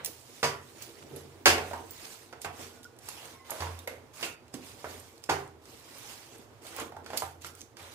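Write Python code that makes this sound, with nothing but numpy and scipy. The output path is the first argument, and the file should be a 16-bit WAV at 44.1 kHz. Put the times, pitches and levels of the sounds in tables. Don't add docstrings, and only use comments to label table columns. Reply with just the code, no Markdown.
import sys
import numpy as np
from scipy import signal
from scipy.fft import rfft, irfft, next_fast_len
from scipy.io import wavfile
from scipy.ndimage import uniform_filter1d, map_coordinates

SR = 44100
rng = np.random.default_rng(int(sys.argv[2]) if len(sys.argv) > 2 else 0)


def voltage_ratio(decibels):
    exponent = np.asarray(decibels, float) / 20
    return 10 ** exponent


def store_wav(level_fs):
    pcm = np.round(np.clip(np.atleast_2d(level_fs), -1, 1) * 32767)
    wavfile.write(sys.argv[1], SR, pcm.T.astype(np.int16))


N = 350154

# frequency in Hz, level in dB per Hz.
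AIR_COLOUR = [(15, -36), (25, -10), (91, 7.5), (122, 8.5), (188, -13.5), (340, -2.5), (997, -5),
              (1800, -13), (6920, -22), (11200, -29), (15500, -32)]
# frequency in Hz, likeness from 0 to 1.
PORT_LIKENESS = [(30, 0.44), (70, 0.87), (300, 0.73), (700, 0.68), (1500, 0.22), (5000, 0.051)]
# frequency in Hz, left over right in dB.
PORT_BALANCE = [(60, -6.5), (110, -3), (200, -5.5), (380, -0.5), (700, -4.5), (1290, -3), (2380, -4),
                (4400, -4), (8120, -8.5), (15000, -12.5)]
# frequency in Hz, 60 dB decay in seconds.
KITCHEN_DECAY = [(100, 0.99), (260, 0.46), (700, 0.39), (1840, 0.38), (4850, 0.25), (12800, 0.28)]

# frequency in Hz, level in dB per Hz.
CRUMB_COLOUR = [(590, -8.5), (1000, -8.5), (1480, -10.5), (2360, -8.5), (2710, -9.5), (4190, -9),
                (4810, -9), (7700, -11), (15500, -20.5)]
# frequency in Hz, level in dB per Hz.
RUB_COLOUR = [(240, -21), (400, -13.5), (550, 1.5), (602, -7), (812, -1), (1140, -4.5), (3500, -10.5),
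              (4550, -18.5), (7700, -120)]
# frequency in Hz, level in dB per Hz.
GRIND_COLOUR = [(100, -43), (170, -15), (226, -6.5), (258, -2.5), (461, -7.5), (900, -22), (1170, -60),
                (1980, -120)]
# fastest moment in seconds, speeding up in seconds, slowing down in seconds,
# crumb level in dB, wood on steel level in dB.
SWEEPS = [(0.40, 0.22, 0.15, -52, -61), (0.70, 0.26, .1, -54.5, -66), (0.82, 0.12, 0.37, -49.5, -60),
          (1.17, 0.33, 0.37, -55, -58), (1.68, 0.22, 0.21, -48, -51.5), (2.12, 0.47, 0.21, -46, -69),
          (2.62, 0.09, 0.2, -45, -50.5), (3.1, 0.087, 0.33, -45.5, -59), (3.25, 0.16, 0.18, -48, -51),
          (3.62, 0.17, 0.23, -44.5, -44.5), (0.01, .05, 0.14, -60.5, -48), (4.25, 0.11, 0.093, -39, -60),
          (4.665, 0.08, 0.31, -49.5, -67), (4.91, 0.19, 0.29, -46.5, -58), (6.36, 0.25, .045, -52, -59),
          (5.4, 0.092, 0.12, -55, -61), (5.699, 0.079, 0.54, -52, -70), (6.1, 0.34, 0.35, -45, -55.5),
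          (6.68, 0.06, 0.2, -45, -67), (6.81, 0.16, 0.087, -43, -43), (7.16, .12, 0.089, -51, -48.5),
          (7.469, 0.056, 0.056, -43, -54), (7.6, 0.094, .05, -53, -80), (7.8, 0.033, 0.41, -50.5, -49.5)]
# start in seconds, crumb level in dB, 60 dB decay in seconds.
SCUFFS = [(0.046, -49, 0.62), (0.1, -52, 3.2), (0.822, -45.5, 0.43), (1.165, -50, 0.26), (2.42, -44, .3),
          (2.448, -38.5, 0.11), (2.84, -56, 0.22), (3.501, -45, 0.9), (4.54, -46, .15), (5.235, -57, .4),
          (7.175, -35.5, 0.38), (7.92, -51.5, 0.56), (3.88, -52.5, 0.5)]
# peak time in seconds, level in dB, swell length in seconds.
PAN_SHIFTS = [
    (0, -50.5, 0.12),
    (1.16, -46.5, 0.24),
    (1.84, -52.5, 0.1),
    (2.6, -54, 0.28),
    (3.72, -53.5, 0.24),
    (4.95, -57.5, 0.12),
    (6.37, -61, 0.087),
    (6.83, -47.5, 0.11),
    (7.14, -52, 0.13),
]
# time in seconds, first mode level in dB, second mode level in dB.
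STOVE_JOLTS = [(0, -60, -63), (.435, -50, -40), (1.0, -56.5, -55), (1.12, -52, -46.5), (1.21, -49.5, -63),
               (1.462, -32, -50), (2.45, -49.5, -60), (2.6, -56, -59), (3.25, -65, -65), (3.6, -36, -55),
               (4.24, -59, -61), (4.55, -59, -65), (4.85, -49, -75), (5.295, -42, -43.5), (6.79, -53, -52),
               (6.96, -50, -72), (7.08, -54, -75), (7.22, -45.5, -56), (7.42, -52.5, -60.5),
               (7.8, -56, -66)]

# time in seconds, peak in dB, ring in dB, thin ring in dB, tick colour in Hz.
BANGLE_CLINKS = [(0.0471, -23.5, -14, -16, 9100), (0.0596, -25, -12, -20.5, 5500),
                 (0.8234, -36, -17, -17, 6820), (1.1616, -45, -4.5, -26, 3570),
                 (1.908, -40, -11.5, -11.5, 9150), (2.4168, -35.5, -12.5, -21.5, 9120),
                 (2.831, -44, -14, -29.5, 3700), (2.9883, -46, -12.5, -29.5, 10300),
                 (3.0877, -36, -6, -23, 7110), (3.506, -33.5, -4, -24.5, 6570), (3.79, -39, -10, -22, 3630),
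                 (3.875, -35.5, -8.5, -24, 3600), (4.5405, -38, -11, -25, 8000),
                 (4.999, -48, -3, -22, 8050), (5.983, -43.5, -7, -17, 3680),
                 (6.382, -54.5, -5.5, -24.5, 10300), (6.6672, -41.5, -11.5, -18.5, 3680),
                 (6.764, -36, -11.5, -12, 9500), (6.799, -35, -7.5, -36, 6850),
                 (7.1736, -23.5, -9, -22, 4460), (7.419, -42, -16, -22, 6760),
                 (7.465, -38.5, -7.5, -24.5, 8800), (7.551, -44.5, -17, -17, 8860)]
# frequency in Hz, level in dB.
BANGLE_MODES = [(7450, -9), (8900, -9), (10950, -4), (11120, -2), (11290, -1), (11460, -2), (11640, -3)]
# frequency in Hz, level in dB.
THIN_BANGLE_MODES = [(14850, -1), (15300, -1.5), (15450, 3.5)]
# time in seconds, peak in dB, colour in Hz.
CRUMB_TICKS = [(2.8442, -41.5, 5300), (3.255, -37.5, 8900), (5.1791, -47, 4260), (4.481, -51, 2700),
               (5.2392, -34.5, 5400), (5.2613, -48, 2600), (7.608, -38.5, 6000), (5.655, -45.5, 5200),
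               (7.0452, -51, 4380), (7.6155, -35, 6160), (5.477, -53, 9100), (5.08, -55, 9500),
               (5.222, -54, 3200), (3.608, -42, 4500), (3.0457, -49, 5110), (2.9654, -55, 9650),
               (3.197, -46, 10500), (2.141, -44, 7500), (2.103, -47, 7000), (5.798, -50, 11000)]
# frequency in Hz, level in dB per Hz.
TICK_COLOUR = [(1180, -42.5), (2000, -8.5), (7590, -4.5), (10200, -10.5), (11400, -9.5), (15500, -17),
               (16500, -49.5)]

# time in seconds, peak in dB, low wood note in Hz, treble in dB,
# low over high note in dB.
FOOD_THUDS = [(0.074, -40.5, 480, -10, 45), (2.331, -38, 690, -29, 8), (4.539, -30.5, 250, -11, 26),
              (5.2895, -24, 340, -40, 4), (3.873, -30.5, 516, -30, 18.5), (7.141, -32, 620, -32, 9),
              (3.668, -34.5, 560, -30, 11), (1.471, -15, 460, -16.5, -2), (5.311, -28, 1300, -25, 10),
              (1.579, -24, 620, -24, 6), (1.5, -33.5, 540, -25, 8), (6.8, -34, 1170, -23, 10)]
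# time in seconds, peak in dB, low wood note in Hz, treble in dB,
# low over high note in dB.
FLAT_TAPS = [(0.4291, -16, 1090, -18.5, 1), (1.71, -31, 670, -35, 22), (1.732, -27, 920, -48, 15),
             (2.326, -41, 700, -18, -4), (3.496, -35.5, 920, -25, 23), (3.516, -30.5, 640, -26, 10.5),
             (3.604, -31.5, 790, -14.5, 5), (3.62, -27, 960, -25, 14), (4.209, -39, 800, -12, 11),
             (4.842, -29, 540, -36, 7.5), (5.294, -18, 830, -16.5, 12.5), (6.65, -47, 643, -20, 16.5),
             (6.786, -31.5, 1090, -27, 5), (6.92, -39, 756, -38, 20), (6.965, -34.5, 920, -59, 11),
             (7.061, -38, 1400, -13, -6), (7.102, -33.5, 755, -20, 15), (7.132, -30, 620, -23, 6),
             (7.22, -28, 800, -28, 11), (7.445, -35, 1310, -9.5, 16), (7.768, -42.5, 420, -10, -5)]
# time in seconds, peak in dB, low note
# in Hz, treble in dB, low over high note in dB.
EDGE_KNOCKS = [
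    (0.44, -24.5, 935, -7.5, -1),
    (1.4564, -7, 337, -12.5, -9),
    (2.446, -26.5, 800, -28, 7.5),
    (3.085, -36.5, 942, -10.5, 8),
    (3.874, -32, 2080, -24.5, 9),
    (4.227, -25, 780, -15.5, -11.5),
    (4.242, -38, 447, -14, 13.5),
]
# frequency in Hz, level in dB per Hz.
CONTACT_COLOUR = [(88, -12.5), (150, -7.5), (189, -14), (453, -3), (631, -3.5), (1540, -6), (3830, -10),
                  (5760, -12), (13000, -23), (15500, -32)]
# frequency in Hz, level in dB, 60 dB decay in seconds.
PAN_MODES = [(245.4, -7, 0.41), (337, -1.5, 0.35), (396, -3, 0.57), (459.8, 2.5, 0.29), (570, -7, 0.4),
             (696, -5.5, 0.43), (776, -3.5, 0.4), (975, -2.5, 0.24), (1112, -0.5, 0.15), (1550, -4.5, 0.2),
             (1440, -11.5, .2), (1694, -9, 0.14), (2085, -14, 0.16), (2230, -12, 0.16), (2790, -11.5, 0.2)]
# frequency in Hz, width in Hz, level in dB.
WALL_RESONANCES = [(2180, 340, -11.5), (2690, 220, -14), (4640, 560, 0), (6230, 230, -4)]

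# time in seconds, level of a 0 dB mode in dB.
WALL_BLOWS = [
    (1.457, -23.5),
    (0.4395, -29),
    (5.293, -29),
    (3.874, -36),
    (7.22, -33.5),
    (2.445, -38),
    (4.228, -37.5),
]
# frequency in Hz, level in dB, 60 dB decay in seconds.
RIM_MODES = [(1120, -2.5, .23), (1342, -2, .2), (1604, 1, .24), (1690, 0, .24), (2060, -1, .2),
             (2660, 9, .04), (2772, -5, .24), (3300, 0, .1), (4140, -5, .17), (4790, -5, .18),
             (800, 6, .04), (5925, -10, .13), (6650, -11, .13), (2230, 7, .035)]
SIDE_MODES = [(459, -7, 0.33), (597, 2, .1), (690, -10, 0.24), (968, -1, 0.31), (1110, -2, 0.29),
              (1200, -5, .15), (2226, -7, .23), (3040, -14, .25), (4590, -12, .15), (4850, -12, .25),
              (5030, -9, .25), (6500, -16, .2), (7700, -14, .1)]
FLOOR_MODES = [(283, -8, 0.27), (397, -3, 0.57), (780, 2, .3), (1018, -9, 0.35), (1430, -5, 0.26),
               (1530, -9, .15), (1940, -14, .25), (2260, -7, .2), (2740, -15, .21), (3340, -15, .2),
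               (4870, -17, 0.2), (5650, -18, .2), (6712, -14, .24)]
LIP_MODES = [(2080, 3, 0.078), (2380, -10, .14), (513, -4, .15)]
FLAT_MODES = [(463, -3.5, .12), (640, -4, .05), (781, 1, 0.13), (1002, 3, 0.11), (1211, -7, 0.17)]
EDGE_MODES = [(770, -1, .2), (1120, -2, 0.16), (1502, -9, .2), (2169, -6, .15), (2600, 5, 0.036)]
SCRAPE_MODES = [(1430, -4, 0.37), (2660, -2, .08), (2730, 0, .2), (2930, 2, .12), (4120, -10, .15),
                (4700, -15, 0.48)]

# start in seconds, end in seconds, first pitch in Hz, last pitch in Hz, level in dB.
SQUEAKS = [
    (2.72, 2.98, 1460, 1460, -69),
    (2.851, 2.874, 1490, 1470, -52),
    (3.335, 3.53, 1075, 1055, -63),
    (3.32, 3.41, 2240, 2200, -68),
    (3.39, 3.54, 2020, 2070, -65),
    (4.225, 4.35, 1430, 1430, -57),
    (4.26, 4.35, 2800, 2760, -56),
    (3.789, 3.815, 3760, 3690, -56),
]

PORT_LAG_S = 5 / SR


def unit(x):
    return x / np.sqrt(np.mean(x ** 2) + 1e-20)


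def along(points, hz):
    f, v = np.transpose(points)
    return np.interp(np.log(hz + 1), np.log(f + 1), v)


def wobble(rate):
    knots = rng.standard_normal(int(N * rate / SR) + 4)
    return map_coordinates(knots, [np.arange(N) * rate / SR])


def filtered(x, response):
    n = x.shape[-1]
    m = next_fast_len(n + 4096)
    return irfft(rfft(x, m) * response(np.fft.rfftfreq(m, 1 / SR)), m)[..., :n]


def evened(x, width_hz):
    z = rfft(x)
    lumps = uniform_filter1d(np.abs(z) ** 2, round(width_hz * len(x) / SR))
    return irfft(z / np.sqrt(lumps), len(x))


def resonance(f, hz, width_hz, db):
    return voltage_ratio(db) * 1j * f * width_hz / (hz * hz - f * f + 1j * f * width_hz)


def wall(f, lift_db):
    return 2 + sum(resonance(f, hz, width, db + lift_db) for hz, width, db in WALL_RESONANCES)


def add(out, s, x):
    start = round(s * SR)
    out[:, start:start + x.shape[1]] += x


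def ports(pair, likeness):
    turn = lambda hz: np.arccos(np.clip(likeness(hz), 0, 1)) / 2
    mid, side = filtered(pair, lambda hz: np.array([np.cos(turn(hz)), np.sin(turn(hz))]))
    late = lambda hz: np.array([np.exp(-2j * np.pi * hz * PORT_LAG_S), 1 + 0 * hz])
    return filtered(np.array([mid + side, mid - side]), late)


def shaded(pair):
    shade_db = lambda hz: 3 * np.clip(np.log2(hz / 5000 + 1e-9) + 1, 0, 2.5)
    return filtered(pair, lambda hz: voltage_ratio(np.outer([-.5, .5], shade_db(hz))))


def in_kitchen(x, wet_db):
    hz, t, z = signal.stft(rng.standard_normal((2, len(x))), SR, nperseg=256)
    fade = voltage_ratio(-60 * t / along(KITCHEN_DECAY, hz)[:, None])
    tail = signal.istft(z * fade, SR, nperseg=256)[1][:, :len(x)]
    tail = tail * (1 - np.exp(-np.arange(len(x)) / SR / 0.00023))
    tail = ports(tail, lambda hz: 1.33 * along(PORT_LIKENESS, hz) ** 2)
    tail = np.array([evened(side, width_hz=70) for side in tail])
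    wet = signal.fftconvolve(x[None], tail / np.linalg.norm(tail[0]), axes=1)[:, :len(x)]
    direct = ports(np.array([x, 0 * x]), lambda hz: 1 + 0 * hz)
    return direct + voltage_ratio(wet_db) * wet


def rush(spectrum, grit_db, grit_rate, patchy_db):
    grit = voltage_ratio(2 * grit_db * np.tanh(wobble(grit_rate) / 2))
    z = signal.stft(rng.standard_normal((2, N)) * grit, nperseg=256)[2]
    field = uniform_filter1d(rng.standard_normal(z.shape[1:]), size=3, axis=0)
    field = uniform_filter1d(field, size=8, axis=1)
    pair = signal.istft(z * voltage_ratio(patchy_db * unit(field)), nperseg=256)[1][:, :N]
    pair = filtered(pair, lambda hz: voltage_ratio(along(spectrum, hz)))
    pair = ports(pair, lambda hz: along(PORT_LIKENESS, hz))
    return unit(filtered(pair, lambda hz: voltage_ratio(np.outer([.5, -.5], along(PORT_BALANCE, hz)))))


def air():
    return voltage_ratio(-57.5) * rush(AIR_COLOUR, grit_db=1.8, grit_rate=8.8, patchy_db=0.5)


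def grinding():
    t = np.arange(N) / SR
    steel = lambda f: 0.5 + sum(resonance(f, hz, 6.5, db + 4) for hz, db, _ in PAN_MODES)
    grind = unit(filtered(rush(GRIND_COLOUR, grit_db=4.5, grit_rate=63, patchy_db=2), steel))
    swells = sum(voltage_ratio(db - 19 * np.abs(t - s) / swell) for s, db, swell in PAN_SHIFTS)
    return (voltage_ratio(-61.5) + swells) * grind


def stove():
    out = np.zeros((2, N))
    times = np.array([[s] for s, *_ in STOVE_JOLTS])
    since = np.maximum(np.arange(N) / SR - times, 0)
    for mode, (hz, rise, t60) in enumerate([(87.5, 0.014, 0.89), (142, 0.0068, 0.51)]):
        level = voltage_ratio([[row[mode + 1] + 5] for row in STOVE_JOLTS])
        jolts = level * (1 - np.exp(-since / rise)) * voltage_ratio(-60 * since / t60)
        swing = np.linalg.norm(jolts, axis=0) * voltage_ratio(2.6 * wobble(15))
        cycles = hz * np.cumsum(1 + .025 * wobble(14)) / SR
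        out += voltage_ratio([[-.9], [.9]]) * swing * np.sin(2 * np.pi * cycles)
    return out


def sweep(s, up_s, down_s):
    t = np.arange(N) / SR - s
    touch_db_per_s, lift_db_per_s = 1500, 500
    rising = 13.5 * t / up_s + touch_db_per_s * np.minimum(t + up_s, 0)
    falling = -17 * t / down_s - lift_db_per_s * np.maximum(t - down_s, 0)
    return voltage_ratio(np.where(t < 0, rising, falling))


def scuffs():
    t = np.arange(N) / SR
    return np.max([voltage_ratio(db - np.where(t < s, 1500 * (s - t), 60 * (t - s) / t60)) for s, db, t60 in SCUFFS], axis=0)


def stirring():
    strokes = [np.outer(voltage_ratio([crumb_db, rub_db]), sweep(s, up, down)) for s, up, down, crumb_db, rub_db in SWEEPS]
    hiss, press = np.max(strokes, axis=0)
    grip = voltage_ratio(.9 * wobble(30))
    crumbs = rush(CRUMB_COLOUR, grit_db=1.6, grit_rate=900, patchy_db=2.6)
    crumbs = unit(filtered(crumbs, lambda f: wall(f, lift_db=-18.5)))
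    scuffed = filtered(crumbs[:, ::-1], lambda hz: 1 / (1 + (2200 / (hz + 1)) ** 4))
    rub = rush(RUB_COLOUR, grit_db=1.5, grit_rate=190, patchy_db=1.8)
    return grip * (hiss * crumbs + scuffs() * scuffed + press * rub)


def sing(modes, t):
    out = 0
    for hz, db in modes:
        pitch = hz * rng.normal(1, 0.011)
        out = out + voltage_ratio(db + rng.normal(0, 3.7)) * np.sin(2 * np.pi * pitch * t + rng.uniform(0, 3.2))
    return out


def clink(db, ring_db, thin_db, tick_hz, tick_t60):
    t = np.arange(round(.25 * SR)) / SR
    tick = evened(rng.standard_normal(len(t)) * voltage_ratio(-60 * t / tick_t60), width_hz=1040) * (t < t[-1] / 2)
    colour = lambda hz: voltage_ratio(along(TICK_COLOUR, hz)) * (1 + resonance(hz, tick_hz, 0.071 * tick_hz, 8.5))
    tick = filtered(tick, colour)
    ring = voltage_ratio(1.5 * ring_db + 1 - 60 * t / .035) * sing(BANGLE_MODES, t)
    thin = voltage_ratio(1.2 * thin_db + 4 - 60 * t / .06) * sing(THIN_BANGLE_MODES, t)
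    pan_db = np.array([[-3.5], [3.5]])
    return voltage_ratio(db + 3.0 + pan_db) * in_kitchen(tick / np.abs(tick).max() + ring + thin, wet_db=-6.0)


def bangles():
    out = np.zeros((2, N + SR))
    for s, db, ring_db, thin_db, tick_hz in BANGLE_CLINKS:
        add(out, s, clink(db, ring_db, thin_db, tick_hz, tick_t60=0.024))
    return out[:, :N]


def crumb_ticks():
    out = np.zeros((2, N + SR))
    for s, db, tick_hz in CRUMB_TICKS:
        add(out, s, clink(db, -35, -35, tick_hz, tick_t60=0.012))
    return out[:, :N]


def blow(db, low_hz, treble_db, note_db, high_hz):
    t = np.arange(round(.6 * SR)) / SR
    hard = np.clip((db + 36) / 26, 0, 1)

    rattle = voltage_ratio(-60 * t / (0.023 + 0.079 * hard)) + 1.5 * voltage_ratio(-60 * t / .012)
    contact = rng.standard_normal(len(t)) * rattle * (1 - np.exp(-t / 0.00084))
    contact = evened(contact, width_hz=137) * (t < t[-1] / 2)

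    def soft(hz):
        octaves = np.log2(hz / (1500 + 800 * hard ** 2) + 1e-9)
        return voltage_ratio((treble_db + 14.0) * np.clip(octaves / 1.55, 0, 1.3))

    def steel(hz):
        dip = 1 - .6 * resonance(hz, 3960, 220, 0)
        return voltage_ratio(along(CONTACT_COLOUR, hz)) * soft(hz) * wall(hz, lift_db=4.0) * dip

    def wood(hz):
        low = resonance(hz, low_hz, 0.15 * low_hz + 50, note_db - 2.0)
        return low + resonance(hz, high_hz, 0.17 * high_hz, -0.5 - note_db - 9 * hard)

    ring = 0
    for hz, level, t60 in PAN_MODES:
        fade = voltage_ratio(level + rng.normal(0, 1.6) - 60 * t / (t60 * (0.47 + 0.64 * hard)))
        ring = ring + fade * np.sin(2 * np.pi * hz * t + rng.uniform(0, 3.44))
    ring = filtered(ring * (1 - np.exp(-t / 0.0039)), soft)

    hit = filtered(contact, lambda hz: steel(hz) + wood(hz))
    hit = hit * (1 - np.exp(-t / (.0012 - .001 * hard)))
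    hit = in_kitchen(hit / np.linalg.norm(hit), wet_db=-0.5 + 4.8 * hard)
    hit = hit / np.std(hit[:, :SR // 50]) + voltage_ratio(-13.0) * ring
    pan_db = -5 + 4.6 * hard ** 3
    return voltage_ratio(db - 9 + np.array([[.5], [-.5]]) * pan_db) * hit


def knocks():
    out = np.zeros((2, N + SR))
    for high_hz, rows in ((780, FOOD_THUDS), (1400, FLAT_TAPS), (2610, EDGE_KNOCKS)):
        for s, db, low_hz, treble_db, note_db in rows:
            add(out, s, blow(db, low_hz, treble_db, note_db, high_hz))
    return out[:, :N]


def wall_rings():
    out, t = np.zeros((2, N + SR)), np.arange(round(.45 * SR)) / SR
    spots = (RIM_MODES, SIDE_MODES, FLOOR_MODES, LIP_MODES, FLAT_MODES, EDGE_MODES, SCRAPE_MODES)
    for (s, db), modes in zip(WALL_BLOWS, spots):
        for hz, level, t60 in modes:
            flutter = voltage_ratio(2.6 * map_coordinates(rng.standard_normal(64), [t * 110]))
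            lag = np.pi * hz * PORT_LAG_S + .3
            phase = rng.uniform(0, 2 * np.pi) + np.array([[-lag], [lag]])
            fade = voltage_ratio(db + level - 60 * t / t60 + np.array([[-1.5], [1.5]])) * (1 - np.exp(-t / .001))
            add(out, s, fade * flutter * np.sin(2 * np.pi * hz * t + phase))
    return out[:, :N]


def squeaks():
    out, t = np.zeros((2, N)), np.arange(N) / SR
    for start, end, first_hz, last_hz, db in SQUEAKS:
        hz = np.interp(t, [start, end], [first_hz, last_hz])
        swell = np.sin(np.pi * np.clip((t - start) / (end - start), 0, 1) ** .45) ** .5
        rough = np.clip((db + 64) / 8, .8, 2)
        tone = np.sin(2 * np.pi * np.cumsum(hz * (1 + 0.01065 * rough * wobble(90))) / SR)
        level_db = db + 3 + 2.5 * rough * wobble(70)
        out += voltage_ratio(level_db + np.array([[-2.2], [2.2]])) * swell * tone
    return out


def scene():
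    pan = grinding() + stirring() + shaded(knocks()) + shaded(wall_rings())
    return air() + pan + stove() + bangles() + crumb_ticks() + squeaks()


def roll_off(x):
    return signal.sosfilt(signal.butter(12, 16830, fs=SR, output="sos"), x)


def record(dry):
    dry = filtered(dry, lambda hz: (1j * hz / (55 + 1j * hz)) ** 2)
    dry = dry / (1 + np.abs(dry / .9) ** 4) ** (1 / 4)
    top = filtered(dry, lambda hz: hz > 15560)
    kept = filtered(top, lambda hz: voltage_ratio(-9) * (hz < 16500))
    power = lambda size: np.abs(uniform_filter1d(np.sum(top ** 2, 0), size=size))
    sharp = power(128) > 5 * power(4096)
    attack = uniform_filter1d(1. * sharp, size=384) > 0
    gate = uniform_filter1d(1. * attack, size=128)
    return roll_off(dry - top + kept * gate)


dry = scene()
out = record(dry)
store_wav(out)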